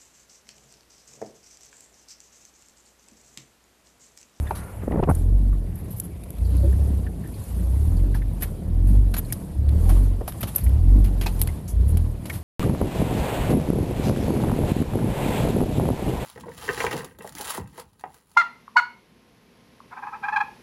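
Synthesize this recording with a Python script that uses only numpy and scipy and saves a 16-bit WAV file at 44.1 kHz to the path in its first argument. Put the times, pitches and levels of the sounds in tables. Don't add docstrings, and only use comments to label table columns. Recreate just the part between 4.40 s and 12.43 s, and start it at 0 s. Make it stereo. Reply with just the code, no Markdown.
import sys
import numpy as np
from scipy import signal
from scipy.fft import rfft, irfft
from scipy.io import wavfile
from scipy.ndimage import uniform_filter1d

SR = 44100
rng = np.random.default_rng(int(sys.argv[2]) if len(sys.argv) > 2 else 0)


def generate_wav(signal):
    frames = np.transpose(np.atleast_2d(signal))
    scaled = np.clip(frames, -1, 1) * 32767
    pcm = np.round(scaled).astype(np.int16)
    wavfile.write(sys.argv[1], SR, pcm)


def boost_factor(decibels):
    exponent = np.asarray(decibels, float) / 20
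    return 10 ** exponent


N = 354123

# (time [s], firing rate [Hz], load [dB])
PEDAL_PUSHES = [(0, 36.07, -7.5), (.3, 35.95, -22.5), (.5, 33.02, -17), (.62, 33.32, -8),
                (.794, 41.25, -3.5), (0.927, 47.78, -4.5), (1.12, 47.74, -8), (1.24, 42.5, -10.5),
                (1.4, 36.86, -18), (1.93, 25.76, -26), (2.0, 27.62, -4), (2.116, 31.22, -2),
                (2.269, 32.22, -0.5), (2.4, 35.12, -2.5), (2.52, 35.18, -3.5), (2.7, 27.48, -10),
                (2.8, 24.78, -19), (3.04, 29.5, -27), (3.1, 29.6, -9.5), (3.25, 28.92, -4), (3.4, 35.4, -2),
                (3.644, 46.53, -4), (3.84, 46.66, -12), (3.95, 46.6, -18), (4.09, 42, -14.5),
                (4.22, 37.54, -14.5), (4.31, 39.66, -3.5), (4.44, 45.65, -3.5), (4.536, 49.84, -1.5),
                (4.656, 47.64, -5.5), (4.7, 45.9, -9), (4.89, 37.83, -12.5), (5.0, 35.98, -21),
                (5.12, 35.3, -15), (5.2, 35.27, -2), (5.31, 35.24, 0.5), (5.53, 45.1, -1.5), (5.6, 48, -4),
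                (5.72, 45.5, -5.5), (5.82, 39.6, -15), (5.95, 35.4, -21), (6.19, 28.5, -22),
                (6.25, 28.9, 0.5), (6.29, 30.99, -0.5), (6.414, 40.8, -0.5), (6.5, 46.7, -2),
                (6.555, 49.55, -0.5), (6.699, 46.55, -7), (6.92, 43.88, -11.5), (7.02, 41.95, -5.5),
                (7.09, 38.64, -7), (7.2, 30.02, -20), (7.29, 27.01, -17.5), (7.34, 26.43, -6),
                (7.385, 27.59, -1), (7.54, 40.4, -0.5), (7.6, 41, -2.5), (7.71, 39.4, -8),
                (7.87, 35, -19.5), (8.0, 32.4, -40)]
# (frequency [Hz], level [dB])
CABIN_BOOM = [(30, -59), (36, -31.5), (43, -18), (49, -12), (57, -15.5), (70, -17.5), (92, -20), (122, -26),
              (150, -34.5)]
# (level [dB], slope [dB per dB of load])
FIRING_MULTIPLES = [(1.36, 0.96), (-0.7, 1.4), (-5.5, 1.1)]
# (frequency [Hz], width [Hz], level under the booming [dB])
BODY_RESONANCES = [(165, 20, -34), (200, 24, -28.5), (245.5, 21, -23), (297.9, 29, -26)]
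FLYWHEEL_S, LEFT_LAG_S = 0.04, 0.0003

# (time [s], half length [s], strength [dB])
JOLTS = [(0.072, 0.62, 8.5), (0.766, 0.13, 11), (1.573, 0.25, 4), (2.292, 0.69, 8.5), (3.005, 0.29, 8),
         (3.386, 0.54, 9), (4.038, 0.24, 6), (4.535, 0.13, 7.5), (4.914, 0.33, 9), (5.512, 0.3, 13.5),
         (6.098, 0.37, 11.5), (6.64, 0.44, 5.5), (7.022, 0.31, 11.5), (7.562, 0.24, 5.5),
         (7.933, 0.17, 12.5)]
# (time [s], half length [s], level [dB])
WINDOW_ROAR = (0.5, 0.17, 8.5)
# (frequency [Hz], level [dB per Hz])
RUMBLE_SPECTRUM = [(79, -46), (135, -8.5), (167, 1.5), (210, -6), (233, -10.5), (282, -10), (618, -22),
                   (670, -22), (1110, -38.5), (1500, -41), (1950, -41), (3300, -120)]
# (frequency [Hz], level [dB per Hz])
BUMP_SPECTRUM = [(30, -45), (48, -5), (75, 0), (110, -2), (140, -18), (300, -60)]
# (frequency [Hz], level [dB per Hz])
CRUNCH_SPECTRUM = [(290, -6), (500, -5), (881, -9), (1020, -8.5), (1270, -15.5), (4710, -24.5),
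                   (6330, -34.5), (7500, -32), (9750, -78), (16500, -120)]
# (frequency [Hz], level [dB per Hz])
RUSTLE_SPECTRUM = [(4000, -6.5), (6000, -4), (8000, -1), (11000, 0), (14000, -3.5), (15500, 9)]
# (frequency [Hz], left-right likeness [-1 to 1])
SIDE_LIKENESS = [(60, 1), (180, 0.94), (530, 0.39), (1590, -0.26), (4730, 0.03), (14100, -0.012)]
# (frequency [Hz], left over right [dB])
SIDE_BALANCE = [(60, 1.5), (180, -2), (530, 0.5), (1590, 2.5), (4730, 6), (14100, -7)]
# (frequency [Hz], width [Hz], level [dB])
PORTS = [(11800, 2600, .7), (10300, 2600, -.7)]
RUMBLE_DB, RUMBLE_PER_LOAD, RUMBLE_LAG_S, IDLE_DB = -33.5, 0.3, 0.066, -15
RUMBLE_PER_HZ, RUMBLE_PER_JOLT, RUMBLE_OUTSIDE_DB = 0.055, 0.12, -4.5
CRUNCH_DB, CRUNCH_PER_JOLT, ROUGHER_DB_PER_S, OUTSIDE_DB = -52.5, 0.53, 0.5167, -44
RUSTLE_DB = -52.5

# (time [s], half length [s], frequency [Hz], width [Hz], level [dB])
RASPS = [
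    (.1, 0.36, 700, 500, -48),
    (.3, 0.27, 400, 250, -48),
    (1.35, 0.21, 1890, 1200, -59.5),
    (1.85, 0.35, 2300, 800, -60),
    (2.156, 0.19, 4300, 1200, -57.5),
    (2.448, .2, 4300, 1500, -67),
    (6.835, 0.041, 2201, 2485, -46),
    (7.945, 0.041, 3200, 2510, -57),
]

# (time [s], peak [dB], ring [Hz], length [s], left over right [dB])
TICKS = [(0.066, -35, 1800, 0.024, -8), (0.519, -31.5, 1970, 0.005, -8), (1.1261, -39, 1180, 0.018, 6),
         (2.3234, -41.5, 1698, 0.011, 11), (2.6653, -37.5, 1680, 0.008, 14), (2.838, -43, 1770, 0.023, 11),
         (3.742, -34.5, 1720, 0.01, 15), (3.8184, -38, 1810, 0.0077, 13), (4.7407, -30.5, 1557, 0.0042, 17),
         (4.8988, -41, 2300, 0.011, 9), (6.2627, -37, 2020, 0.006, 8), (6.8633, -29, 2520, 0.011, 16.5),
         (7.0858, -35, 2065, 0.014, 2), (7.899, -22.5, 2100, 0.006, 9)]
# (time [s], peak [dB], ring [Hz], length [s], left over right [dB])
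CHINKS = [
    (0.0728, -41, 3550, 0.0053, -5),
    (0.6374, -52, 3920, 0.0027, 15),
    (2.049, -46.5, 4500, 0.012, 12),
    (2.9413, -48, 4480, 0.014, 21.5),
    (3.5665, -47, 4550, 0.011, 14),
    (4.849, -45.5, 4340, 0.0059, 16),
    (5.2844, -47, 4196, 0.0079, 14),
    (6.2122, -45, 4400, 0.004, 13),
]
# (time [s], peak [dB], ring [Hz], length [s], left over right [dB])
KNOCKS = [
    (0.108, -13, 620, 0.0055, -4),
    (2.087, -51, 516, 0.06, 11),
    (2.189, -38, 534, 0.02, 9),
    (2.239, -30.5, 470, 0.028, 6),
    (5.492, -26, 746, 0.018, 9),
    (5.517, -40, 770, 0.011, 1),
    (5.809, -22.5, 435.6, 0.013, 2),
    (5.878, -21, 730, 0.0082, 2),
    (6.033, -24.5, 697, 0.0078, -6),
    (3.75, -33, 790, 0.012, 5),
]
# (time [s], peak [dB], ring [Hz], length [s], left over right [dB])
TAPS = [
    (.636, -33, 2440, 0.0037, 15),
    (4.022, -32, 2200, 0.017, 7),
    (4.927, -26, 4890, 0.006, 8),
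    (7.278, -35, 6400, 0.029, -5),
    (6.862, -24, 730, 0.015, 0),
    (8.6, -29, 2600, .008, 5),
    (6.812, -31, 1600, .006, 5),
    (6.865, -29, 4000, .012, 10),
]
# (time [s], peak [dB], ring [Hz], length [s], left over right [dB])
GROANS = [
    (2.112, -30, 293.3, 0.023, 3),
    (2.232, -26, 338, 0.017, 4),
    (2.225, -28, 567, 0.023, 4),
    (2.272, -31, 400, 0.018, 5),
    (2.385, -37, 568, .02, 3),
    (5.46, -35.5, 790, 0.027, 4),
]

# (start [s], end [s], frequency [Hz], level [dB])
BELT_SQUEAL = (.11, .34, 1390, -50)

# (frequency [Hz], level [dB])
DULL_TRIM = [(500, 9.5), (900, 6), (2000, -0.5), (4000, -6.5), (6000, -6), (9000, -11)]
# (time [s], peak [dB], dull over bright part [dB], length [s], left over right [dB])
RUBS = [(0.148, -35.5, 0, 0.06, -9), (0.6918, -33.5, -16, 0.027, -10), (1.3736, -43, -18, 0.063, 16.5),
        (1.503, -35.5, -19, 0.038, 18.5), (1.5618, -38, -26, 0.054, 29), (1.6318, -37.5, -21, 0.036, 17),
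        (4.0312, -41, 9.5, 0.017, 0), (4.4685, -35, -26, 0.045, -3), (4.7645, -25, -1, 0.01, 1),
        (4.776, -23.5, -7.5, 0.022, 4), (5.492, -38.5, 2.5, 0.05, 4), (6.0055, -28.5, -3, 0.019, 2),
        (6.0696, -31.5, -2, 0.029, 7), (6.2334, -27.5, -39, 0.023, 2), (7.278, -30.5, -19, 0.045, 0),
        (7.479, -33.5, -24, 0.041, -5), (7.9254, -32, -1.5, 0.051, 0), (4.007, -33, -5, 0.018, 0),
        (6.82, -34, 0, .035, -5)]
# (time [s], peak [dB], dull over bright part [dB], length [s], left over right [dB])
SNAPS = [(0.7502, -25.5, -21, 0.004, -5), (1.356, -36.5, -26, 0.0062, 20.0),
         (1.5993, -14.5, -56, 0.0026, -4.5), (1.836, -39.5, -6, 0.004, -12),
         (1.9051, -28.5, -21, 0.0014, 17), (1.9849, -43, -4, 0.0035, 15), (2.168, -31, -30, 0.0014, 3),
         (2.8742, -38, -10, 0.0044, 8), (5.29, -39.5, 2.5, 0.004, -6), (6.2087, -34, -17, 0.0038, -6),
         (6.2931, -36.5, -10, 0.003, 6), (7.0734, -22.5, -4, 0.0039, -3), (7.5708, -26.5, -6, 0.0063, -2),
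         (5.9215, -39, 4.5, 0.0037, 8), (4.713, -40, -15, 0.0066, 0), (3.934, -40, -15, 0.0029, 0),
         (6.884, -38.5, -15, 0.0058, 2)]
# (time [s], peak [dB], dull over bright part [dB], length [s], left over right [dB])
CLACKS = [(3.746, -37, 2.5, 0.021, 2), (4.0215, -20.5, -6, 0.014, 3), (4.739, -27.5, 3.5, 0.01, 4),
          (4.9235, -13, -17, 0.0042, 0), (5.4924, -25, -4, 0.01, 2), (5.877, -25.5, -4, 0.015, 6),
          (6.0298, -24.5, 3.5, 0.0093, 6), (6.1793, -27.5, -8, 0.015, 8), (6.6427, -34, -1.5, 0.025, 1.5),
          (6.8114, -29.5, 6, 0.011, 4), (6.861, -36, 14, 0.014, 9.5), (7.855, -34, 4, 0.014, 4.5),
          (7.8968, -36.5, 9, 0.008, 7)]
# (time [s], peak [dB], dull over bright part [dB], length [s], left over right [dB])
BOUNCES = [
    (6.149, -29, -11, 0.0095, 7),
    (6.992, -31.5, -7.5, 0.017, 1),
    (6.159, -10, -33, .0055, 6),
    (6.182, -24, -20, .003, 5),
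    (7.0153, -8, -11.5, 0.0021, 5),
    (7.0218, -18, -14.5, 0.0017, -12),
    (7.027, -22, -23, 0.0017, -7),
    (7.0353, -24, -19, 0.002, 4),
    (7.041, -34, -20, .0022, 0),
]

# (time [s], peak [dB], part above 700 Hz against the peak [dB], left over right [dB])
BUFFETS = [(0.434, -25, -25, 15), (0.477, -18, -31, 18.0), (0.509, -23, -40, 16.0), (0.543, -18, -23, 23.0),
           (0.557, -17.5, -14, 19), (0.573, -17.5, -28, 17.0), (0.592, -10, -36, 18.5),
           (0.627, -12, -10, 26.0), (0.634, -17, -13, 25.0), (0.643, -20.5, -30, 18), (0.673, -19, -30, 16),
           (0.687, -11.5, -7.5, 17.0), (0.696, -11, -5, 16.0), (0.709, -15.5, -7, 15),
           (0.524, -22.5, -13, 15), (0.534, -23, -16, 17), (0.583, -20.5, -18, 17), (0.68, -21, -17, 17),
           (0.599, -20, -15, 18), (0.719, -25, -18, 15)]

# (time [s], peak [dB], ring [Hz], length [s], left over right [dB])
SINGS = [
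    (4.026, -20, 11800, 0.012, 6),
    (4.777, -23.5, 11800, 0.019, 7),
    (4.768, -36.5, 6900, .022, 2),
    (6.007, -33, 9500, .021, 2),
    (6.006, -28, 13100, .012, 6),
    (6.1585, -10, 11800, 0.0069, 11),
    (6.171, -24, 11800, .004, 8),
]


def evened(x):
    return x / np.sqrt(np.mean(x ** 2) + 1e-20)


def peaked(x):
    return x / abs(x).max(1, keepdims=True)


def read(points, hz):
    f, value = np.transpose(points)
    return np.interp(np.log(hz + 1), np.log(f + 1), value)


def colour(x, points):
    hz = np.fft.rfftfreq(x.shape[-1], 1 / SR)
    return irfft(rfft(x) * boost_factor(read(points, hz)), x.shape[-1])


def drift(seconds):
    size = max(int(seconds * SR), 2)
    return evened(uniform_filter1d(uniform_filter1d(rng.standard_normal(N), size), size))


def hump(t, s, half):
    return np.cos(np.pi / 2 * np.clip((t - s) / half, -1, 1)) ** 2


def resonate(x, hz, width):
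    r = np.exp(-np.pi * width / SR)
    return 2 * signal.lfilter([1 - r], [1, -r * np.exp(2j * np.pi * hz / SR)], x).real


def resonate_twice(x, hz, width):
    return resonate(resonate(x, hz, width), hz, width)


def ports(x):
    return np.array([boost_factor(db) * (resonate(side, hz, width) + 0.092 * side)
                     for side, (hz, width, db) in zip(x, PORTS)])


def add(mix, s, sound, left_db):
    part = mix[:, round(s * SR):][:, :sound.shape[1]]
    sides = boost_factor(np.array([[.5], [-.5]]) * np.clip(left_db, -15, 15))
    part += (sound * sides)[:, :part.shape[1]]


def burst(length, rise, same, drop):
    t = np.arange(4096) / SR
    shared, left, right = rng.standard_normal((3, 4096))
    same, length = np.clip(same, 0, 1), np.clip(length, .0015, .05)
    puff = same * shared + np.sqrt(1 - same ** 2) * np.array([left, right])
    return puff, (1 - np.exp(-t / rise)) * np.exp(-(t / length) ** drop)


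def noise(points, size, patchy_db, flicker_db):
    frames, hz = 4 * N // size + 5, np.fft.rfftfreq(size, 1 / SR)
    a, b, c, d, patches = rng.standard_normal((frames, len(hz), 5)).T
    patches = evened(uniform_filter1d(uniform_filter1d(patches, 6, 0), 8, 1))
    flicker = evened(uniform_filter1d(rng.standard_normal(frames), 10))
    same = np.clip(read(SIDE_LIKENESS, hz), -1, 1)[:, None]
    left = a + 1j * b
    right = same * left + np.sqrt(1 - same ** 2) * (c + 1j * d)
    z = np.array([left, right])
    z *= boost_factor(read(points, hz)[:, None] + patchy_db * patches + flicker_db * flicker)
    z *= boost_factor(np.array([.5, -.5])[:, None, None] * read(SIDE_BALANCE, hz)[:, None])
    return evened(signal.istft(z, nperseg=size, noverlap=3 * size // 4)[1][:, :N])


def pedal(t):
    s, hz, load_db = np.transpose(PEDAL_PUSHES)
    size = int(FLYWHEEL_S * SR)
    return [uniform_filter1d(np.interp(t, s, v), size, mode="nearest") for v in (hz, load_db)]


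def body_lift(hz):
    return sum(boost_factor(db) / (1 + ((hz - body_hz) / width) ** 2) for body_hz, width, db in BODY_RESONANCES)


def engine():
    hz, load_db = pedal(np.arange(N) / SR)
    levels = [boost_factor(slope * load_db + db + read(CABIN_BOOM, (k + 1) * hz))
              for k, (db, slope) in enumerate(FIRING_MULTIPLES)]
    uneven_hz = hz * (1 + 0.0051 * drift(0.029))
    turn = 2 * np.pi * (np.cumsum(uneven_hz) / SR - hz * np.array([[LEFT_LAG_S], [0]]))
    low = 0
    for k, level in enumerate(levels):
        low = low + level * boost_factor(5 + 1.68 * drift(0.019)) * np.cos((k + 1) * turn - 1.67 * k)
    high = 0
    for k in range(4, 12):
        order = np.cos(k * turn + 0.43 * drift(0.052))
        high = high + boost_factor(2.77 * drift(0.021)) * order * body_lift(k * hz)
    return low * boost_factor([[.6], [-.6]]) + (levels[0] + 0.36 * levels[1]) * high * boost_factor([[1.5], [-1.5]])


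def road():
    t = np.arange(N) / SR
    hz, load_db = pedal(t)
    jolt_db = sum(db * hump(t, s, half) for s, half, db in JOLTS)
    keep = np.exp(-1 / (RUMBLE_LAG_S * SR))
    load_db = IDLE_DB + signal.lfilter([1 - keep], [1, -keep], load_db - IDLE_DB)

    window_s, window_half_s, window_db = WINDOW_ROAR
    rumble_db = RUMBLE_DB + RUMBLE_PER_LOAD * load_db + window_db * hump(t, window_s, window_half_s)
    rumble_db = rumble_db + RUMBLE_PER_HZ * (hz - 38) + RUMBLE_PER_JOLT * jolt_db
    rumble_db = rumble_db + RUMBLE_OUTSIDE_DB * (t < window_s)
    throb = 1 + 0.28 * np.cos(2 * np.pi * np.cumsum(hz) / SR)
    rumble = boost_factor(rumble_db) * throb * noise(RUMBLE_SPECTRUM, size=2048, patchy_db=1.5, flicker_db=1.5)
    bumps_db = -34 + 0.63 * (rumble_db + 38.5)
    bumps = boost_factor(bumps_db) * noise(BUMP_SPECTRUM, size=2048, patchy_db=2, flicker_db=2)

    crunch = noise(CRUNCH_SPECTRUM, size=512, patchy_db=2.0, flicker_db=1.4)
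    outside = np.clip((.8 - t) / .15, 0, 1)
    crunch = (1 - outside) * crunch + outside * evened(resonate_twice(crunch, 1440, 2200))
    inside_db = CRUNCH_DB + CRUNCH_PER_JOLT * jolt_db + ROUGHER_DB_PER_S * t + 0.085 * (load_db + 8)
    crunch = boost_factor(inside_db + outside * (OUTSIDE_DB - inside_db)) * crunch

    rustle = evened(ports(noise(RUSTLE_SPECTRUM, size=256, patchy_db=2.5, flicker_db=-1.0)))
    return rumble + bumps + crunch + boost_factor(RUSTLE_DB + jolt_db) * rustle


def rasps():
    t = np.arange(N) / SR
    grit = rng.standard_normal((2, N)) * boost_factor(3 * drift(.004))
    return sum(boost_factor(db) * hump(t, s, half) * evened(resonate_twice(grit, hz, width))
               for s, half, hz, width, db in RASPS)


def knocks(rows, share, wide):
    out = np.zeros((2, N))
    for s, db, hz, length, left_db in rows:
        puff, fall = burst(length, 0.0005, 0.87, 1.24)
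        ring = peaked(resonate_twice(fall * puff, hz, share * hz))
        tap = peaked(resonate_twice(fall * puff, 1.3 * hz, .8 * hz))
        add(out, s, boost_factor(db - 1.0) * peaked(ring + wide * tap), left_db)
    return out


def cabin(x):
    taps = np.zeros((2, 8000))
    at = np.arange(100, 7960, 20) + rng.integers(0, 20, (2, 393))
    np.put_along_axis(taps, at, rng.choice([-1., 1.], at.shape), 1)
    taps *= boost_factor(-60 * np.arange(8000) / SR / .12)
    return signal.fftconvolve(x, taps / np.linalg.norm(taps[0]), axes=1)[:, :N]


def squeal():
    start, end, hz, db = BELT_SQUEAL
    hiss = rng.standard_normal((2, round((end - start) * SR)))
    whistle = evened(resonate_twice(hiss, hz, 70))
    out = np.zeros((2, N))
    add(out, start, boost_factor(db) * whistle * signal.windows.tukey(whistle.shape[1], .4), 3)
    return out


def clacks(rows, rise, drop, lumpy_db):
    out = np.zeros((2, N))
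    for s, db, dull_db, length, left_db in rows:
        puff, fall = burst(length, rise, 0.49, drop)
        rebounds = evened(uniform_filter1d(rng.standard_normal(4096), 60))
        fall = fall * boost_factor(lumpy_db * rebounds)
        ring = np.array([resonate(side, hz * (1 + 0.045 * rng.standard_normal()), 860)
                         for side, (hz, _, _) in zip(puff, PORTS)])
        bright = evened(ports(ports(colour(puff, RUSTLE_SPECTRUM)))) + .8 * evened(ports(ring))
        modes = sum(resonate(puff, f, .3 * f) for f in 900 * 5 ** rng.random(5))
        dull = evened(colour(puff, DULL_TRIM)) + evened(modes)
        hit = peaked(fall * bright) + boost_factor(dull_db) * peaked(fall * dull)
        add(out, s, boost_factor(db + 3.0) * hit, left_db)
    return out


def buffets():
    low_points = [(60, 1.5), (150, -5.5), (600, -17.0), (1000, -32), (3000, -85)]  # Hz, dB
    top_points = [(400, -22), (750, 14.5), (1500, 2), (2500, -18), (4400, -49), (5500, -70)]
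    out = np.zeros((2, N))
    for s, db, top_db, left_db in BUFFETS:
        puff, fall = burst(.008, .0015, .7, 1.8)
        low = peaked(fall * colour(puff, low_points))
        top = peaked(fall ** 2 * colour(puff, top_points))
        thump = low + boost_factor(np.maximum(top_db, -20) - 3.5) * top
        add(out, s, boost_factor(np.minimum(db + 3.0, -11)) * thump, left_db)
    return out


def sings():
    out = np.zeros((2, N))
    for s, db, hz, length, left_db in SINGS:
        puff, fall = burst(length, .001, .8, 4.6)
        add(out, s, boost_factor(db) * peaked(fall * resonate_twice(puff, hz, .04 * hz)), left_db)
    return out


def scene():
    drive = engine() + road() + rasps()
    bits = knocks(TICKS, share=.2, wide=.3) + knocks(CHINKS, share=.12, wide=.2)
    hits = knocks(KNOCKS, share=.4, wide=.5) + clacks(CLACKS, rise=.0005, drop=1.0, lumpy_db=1.5)
    tail = boost_factor(-14) * cabin(hits)
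    near = clacks(RUBS, rise=.003, drop=3, lumpy_db=1.8)
    near = near + clacks(SNAPS + BOUNCES, rise=.0003, drop=1.2, lumpy_db=1)
    frame = knocks(TAPS, share=.42, wide=.2) + knocks(GROANS, share=.1, wide=.087)
    return drive + bits + hits + tail + squeal() + near + buffets() + frame + sings()


def low_pass(x):
    return signal.sosfilt(signal.butter(12, 14710, fs=SR, output="sos"), x)


def record(dry):
    bass_cut = signal.butter(2, 28, "highpass", fs=SR, output="sos")
    cut = signal.sosfilt(bass_cut, dry)
    band = signal.firwin(127, 14250, window=("kaiser", 5), fs=SR)
    mix = signal.oaconvolve(cut, band[None], "same")
    return low_pass(mix)


dry = scene()
out = record(dry)
generate_wav(out)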